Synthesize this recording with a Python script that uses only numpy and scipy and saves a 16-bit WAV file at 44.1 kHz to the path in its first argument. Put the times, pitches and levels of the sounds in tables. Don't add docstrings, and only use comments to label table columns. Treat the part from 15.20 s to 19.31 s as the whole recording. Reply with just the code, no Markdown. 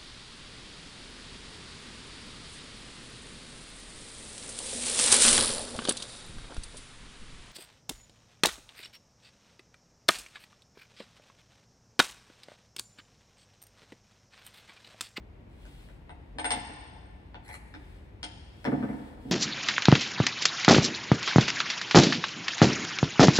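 import sys
import numpy as np
from scipy import signal
from scipy.fft import rfft, irfft, next_fast_len
from scipy.io import wavfile
from scipy.ndimage import uniform_filter1d

SR = 44100
rng = np.random.default_rng(int(sys.argv[2]) if len(sys.argv) > 2 else 0)


def inscribe(sig):
    pcm = np.round(np.clip(np.atleast_2d(sig).T, -1, 1) * 32767)
    wavfile.write(sys.argv[1], SR, pcm.astype(np.int16))


N = 181318

# t/s, strength/dB, brightness/(dB per octave),
# extra on the frame/dB, on the wheel/dB, on the pawl/dB, ring time factor
CLANKS = [(0.894, -33, -6.5, 1.5, -3.5, 10, 0.55), (1.185, -24.5, -1.43, 4, -3, 6, 0.71),
          (1.244, -22, -0.57, -1, -1.2, 9, 0.84), (1.306, -22, 3, -10.5, -7.4, -1.8, 1),
          (2.144, -33.5, -4.5, -4, -6.5, -39, 0.62), (2.29, -36, -5, -21, -1, -25, 0.84),
          (2.54, -38, -1, 18.5, -3, -40, 0.5), (3.03, -31, 3.5, 7, -10, -10, 0.65),
          (3.451, -16.5, -6.5, 14, 1, -20, 0.39)]
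# t/s, strength/dB, brightness/(dB per octave),
# extra on the stand/dB, ring time factor
KNOCKS = [(1.153, -40.5, -3, -1.5, 0.8), (1.326, -25, -1, -7, 0.32), (1.357, -41.5, 5.5, 9, 1),
          (1.484, -34, -0.5, -16, .45), (2.8, -55, -4, -1, 0.59), (3.471, -9, -1.7, -2.5, 0.31),
          (3.519, -16.5, -0.9, -2.5, 0.72), (3.567, -26, -1.5, 9, 0.34), (3.595, -29.5, -2.5, 7.5, 0.61),
          (3.627, -18, -0.36, 2, 0.44), (3.689, -22.5, 0.9, 4.5, 0.38), (3.73, -32.5, 1.7, 6.5, 0.49),
          (3.788, -42.5, -2, 10, 0.9), (4.046, -32.5, -4, -2, 0.78), (4.079, -27, -14, -12, 0.73)]
# t/s, strength/dB, brightness/(dB per octave)
CLICKS = [(.454, -36.5, -2.5), (.688, -34, -5), (2.249, -50, 3), (2.281, -49, 4.8), (2.33, -46, 5),
          (2.342, -31, -.3), (2.349, -48, -.6), (3.444, -22, -2)]
CLICK_RING = 0.15

PARTS_HZ = [90, 220, 285, 480, 850, 1350, 1900, 2800, 4200, 6200, 8650, 11000]
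STAND, FRAME, WHEEL, PAWL = 1, 2, 6, 10
CLANK_PARTS_DB = [-46, -44, -14, -19, -8, -14, -8.5, -16.5, -17.5, -35, -8, -52]
KNOCK_PARTS_DB = [-14.5, -8, -5, -11, -18, -23, -26, -47.5, -85, -82.5, -64, -50.5]
CLICK_PARTS_DB = [-58, -65, -60, -7, -18, -14, -24.5, -23.5, -28, -34, -48, -29.5]
PIVOT_HZ, KNOCK_PIVOT_HZ = 850, 285

MODES_HZ = [68, 140, 217, 262, 291, 312, 398, 468, 501, 542, 680, 730, 822, 856, 898, 1016, 1421, 1775,
            1825, 2067, 2234, 2713, 2988, 3537, 3740, 4287, 4970, 8642, 8675, 9545]
# level/dB, time to fall 60 dB/s
MODES_RING = [(-11, 0.55), (5, 0.13), (-0.5, 0.24), (3, 0.21), (2, 0.14), (-4.5, 0.23), (-5, 0.12),
              (-2.5, 0.095), (-12.5, 0.49), (-8, 0.15), (1, 0.089), (-5.5, 0.22), (6, 0.05), (-3, 0.14),
              (-1, 0.13), (-8.5, 0.16), (-6, 0.074), (-1.7, 0.16), (-5.5, 0.033), (-14, 0.2), (-6.5, 0.078),
              (-1.5, 0.043), (-11.5, 0.058), (-2, 0.07), (3.5, 0.035), (-6, 0.057), (7, 0.062),
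              (-9.5, 0.072), (-2.5, 0.055), (-5.5, 0.072)]
# f/Hz, level/dB, time to fall 60 dB/s
CLATTER = [(205, -23, 0.089), (810, -18, 0.06), (1170, -8.5, 0.08), (1950, -3.5, 0.29), (4300, -6.5, 0.097),
           (5840, -1.5, 0.036), (10300, -4.5, .05), (11200, -9, 0.061), (15500, -47, .02)]

# start/s, end/s, level before colour tilt/dB
SLIDES = [(.27, 0.78, -69), (2.454, 2.9, -74), (3.247, 4.027, -70), (3.973, 4.29, -62.5)]
SLIDE_RISE_S, SLIDE_FALL_S = 0.2, 0.15
SLIDE_ENDS_DB, SLIDE_TILT_DB = -14, -1
SCRAPE_S = (2.22, 2.345, 2.4)
SCRAPE_DB = (-54, -37.5, -86)
SCRAPE_TILT_DB = 6.5
# f/Hz, relative level per Hz/dB
SMOOTH_COLOUR = [(880, -7), (1500, -1), (3020, 3.5), (3500, 1.5), (4610, -2.5), (6200, -9.5), (8330, -4.5),
                 (12600, -13), (15800, -14)]
# f/Hz, relative level per Hz/dB
SHARP_COLOUR = [(900, -42), (1500, 0.5), (2050, 6.5), (2500, -5), (3100, -45.5), (4100, -11), (5260, -37),
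                (7900, -26.5), (11500, -31), (13300, -54), (15800, -46)]

# f/Hz, left leads by/radians
LEAD = [(50, 0.02), (300, 0.25), (950, 1.66), (1720, 1.11), (3500, 4.06), (5000, 5.27), (6400, 2.84),
        (15500, 19.7)]
# f/Hz, left over right/dB
LEAN = [(60, 1.7), (250, 0), (500, 1.5), (1000, 3), (2000, 1), (4500, 5), (8000, -2), (12000, -1)]
# f/Hz, time/s
HALL = [(200, 0.79), (530, 1.85), (1390, 1.74), (3680, 1.44), (9700, 0.97)]
HALL_DB = -4.5
NEAR_DB, NEAR_T60 = 2, 0.11
# f/Hz, likeness (1 = alike, negative = opposed)
SAME = [(60, 0.99), (180, 0.88), (350, 0.43), (600, 0.19), (1650, -0.21), (5000, 0.096), (8000, 0.81),
        (15000, 1)]
# f/Hz, relative level per Hz/dB
AIR_COLOUR = [(20, -38), (32, -41), (42, 1), (52, 0.5), (74, -2), (110, -7.5), (227, -14), (365, -17),
              (554, -23), (900, -26.5), (1300, -33.5), (2180, -32.5), (3800, -44), (6300, -55),
              (15800, -66.5)]
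AIR_DB = -49
EDGE_HZ = 15760


def clank(s, strength_db, bright_db, frame_db, wheel_db, pawl_db, ring_time):
    part = np.arange(len(PARTS_HZ))
    extra_db = frame_db * (part == FRAME) + wheel_db * (part == WHEEL) + pawl_db * (part == PAWL)
    return blow(s, strength_db, tilted(CLANK_PARTS_DB, bright_db) + extra_db, ring_time)


def knock(s, strength_db, bright_db, stand_db, ring_time):
    part = np.arange(len(PARTS_HZ))
    parts_db = tilted(KNOCK_PARTS_DB, bright_db, KNOCK_PIVOT_HZ) + stand_db * (part == STAND)
    return blow(s, strength_db, parts_db, ring_time)


def click(s, strength_db, bright_db):
    return blow(s, strength_db, tilted(CLICK_PARTS_DB, bright_db), CLICK_RING)


def tilted(parts_db, bright_db, pivot_hz=PIVOT_HZ):
    octaves = np.log2(np.maximum(PARTS_HZ, pivot_hz) / pivot_hz)
    return np.array(parts_db) + bright_db * octaves


def blow(s, strength_db, parts_db, ring_time):
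    t = np.arange(SR // 3) / SR
    colour = np.transpose([PARTS_HZ, parts_db])
    ring_time = max(ring_time, 0.05)
    ring = ringing(t, colour, ring_time)
    return s, amp(strength_db) * (amp(-1.5) * ring + amp(-5.5) * clatter(t, colour, ring_time))


def ringing(t, colour, ring_time):
    hz = np.array(MODES_HZ)[:, None]
    db, t60 = np.transpose(MODES_RING)[:, :, None]
    chance_db = 1.2 * rng.standard_normal(hz.shape)
    side = (-1) ** np.arange(len(hz))[:, None]
    rise = 1 - np.exp(-t * hz / 1.34)
    steps = rng.standard_normal((len(hz), len(t) // 100 + 1))
    steps = evened(uniform_filter1d(steps, size=4, axis=1))
    waver = np.repeat(steps, 100, axis=1)[:, :len(t)]
    turns = np.cumsum(hz * (1 + 0.0022 * waver), axis=1) / SR
    level_db = db + chance_db + read(colour, hz) - 60 * t / (t60 * ring_time)
    return (side * amp(level_db) * rise * np.sin(2 * np.pi * turns)).sum(0)


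def clatter(t, colour, ring_time):
    broad = np.delete(colour, PAWL, axis=0)

    def burst_db(hz, u):
        t60 = read(CLATTER, hz, order=2) * ring_time
        return read(CLATTER, hz) + read(broad, hz) - 60 * u / t60

    noise = diffuse(count=len(t), size=128, level_db=burst_db)[0]
    tick = 4.0 * np.exp(-t / 0.0025)
    return noise * (1 - np.exp(-t / 0.0001)) * (1 + tick)


def slide(start, end, level_db):
    risen = start + SLIDE_RISE_S
    s = [start, risen, max(end - SLIDE_FALL_S, risen), end]
    db = level_db + SLIDE_ENDS_DB * np.array([1, 0, 0, 1])
    return rub(s, db, SLIDE_TILT_DB, SMOOTH_COLOUR, grit_db=1.5)


def scrape():
    return rub(SCRAPE_S, SCRAPE_DB, SCRAPE_TILT_DB, SHARP_COLOUR, grit_db=6.5)


def rub(s, db, tilt_db, colour, grit_db):
    t = np.arange(s[0], s[-1], 1 / SR)
    hz = np.fft.rfftfreq(len(t), 1 / SR)
    jitter = evened(uniform_filter1d(rng.standard_normal(len(t)), size=90))
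    rough = rng.standard_normal(len(t)) * amp(grit_db * jitter)
    noise = evened(irfft(rfft(rough) * amp(read(colour, hz)), len(t)))
    tilt = amp(tilt_db * np.log2(np.maximum(hz, PIVOT_HZ) / 8000))
    fade = np.clip(np.minimum(t - s[0], s[-1] - t) / 0.025, 0, 1)
    return s[0], fade * amp(np.interp(t, s, db)) * irfft(rfft(noise) * tilt, len(t))


def ports(x):
    size = next_fast_len(N + SR)
    hz = np.fft.rfftfreq(size, 1 / SR)
    half = np.exp(0.5j * read(LEAD, hz))
    return irfft(rfft(x, size) * np.array([half, 1 / half]), size)[:, :N]


def hall(x):
    t = np.arange(3 * SR // 2) / SR
    tail = diffuse(count=len(t), size=512, level_db=lambda hz, u: -60 * u / read(HALL, hz))
    tail *= np.clip((t - 0.008) / 0.0053, 0, 1)
    near = diffuse(count=len(t), size=512, level_db=lambda hz, u: 0 * hz + 0 * u)
    near *= amp(-60 * t / NEAR_T60) * np.clip((t - 0.003) / 0.007, 0, 1)
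    tail = amp(HALL_DB) * tail / np.linalg.norm(tail[0])
    near = amp(NEAR_DB) * near / np.linalg.norm(near[0])
    return signal.fftconvolve(x[None], tail + near, axes=1)[:, :N]


def ventilation():
    noise = diffuse(count=N, size=8192, level_db=lambda hz, t: read(AIR_COLOUR, hz) + 0 * t)
    return amp(AIR_DB) * evened(noise)


def diffuse(count, size, level_db):
    hop = size // 4
    frames = count * 4 // size + 5
    hz = np.fft.rfftfreq(size, 1 / SR)[:, None]
    a, b, c, d = rng.standard_normal((frames, len(hz), 4)).T
    same = np.clip(read(SAME, hz), -1, 1)
    left, other = a + 1j * b, c + 1j * d
    spectra = np.array([left, same * left + np.sqrt(1 - same ** 2) * other])
    spectra *= amp(level_db(hz, np.arange(frames) * hop / SR))
    return signal.istft(spectra, nperseg=size, noverlap=size - hop)[1][:, :count]


def amp(db):
    return 10 ** (np.asarray(db) / 20)


def evened(x):
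    return x / np.sqrt(np.mean(x ** 2) + 1e-20)


def read(points, hz, order=1):
    table = np.transpose(points)
    return np.interp(np.log(hz + 1), np.log(table[0] + 1), table[order])


def add(mix, s, sound):
    part = mix[round(s * SR):][:len(sound)]
    part += sound[:len(part)]


def scene():
    press = np.zeros(N)
    for source, rows in (clank, CLANKS), (knock, KNOCKS), (click, CLICKS), (slide, SLIDES):
        for row in rows:
            add(press, *source(*row))
    add(press, *scrape())
    return ports(press) + hall(press) + ventilation()


def record(dry):
    size = next_fast_len(N + SR)
    left = amp(read(LEAN, np.fft.rfftfreq(size, 1 / SR)) / 2)
    leaning = irfft(rfft(dry, size) * np.array([left, 1 / left]), size)[:, :N]
    lowpass = signal.firwin(511, EDGE_HZ, window=("kaiser", 9), fs=SR)
    return signal.oaconvolve(leaning, lowpass[None], "same")


dry = scene()
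out = record(dry)
inscribe(out)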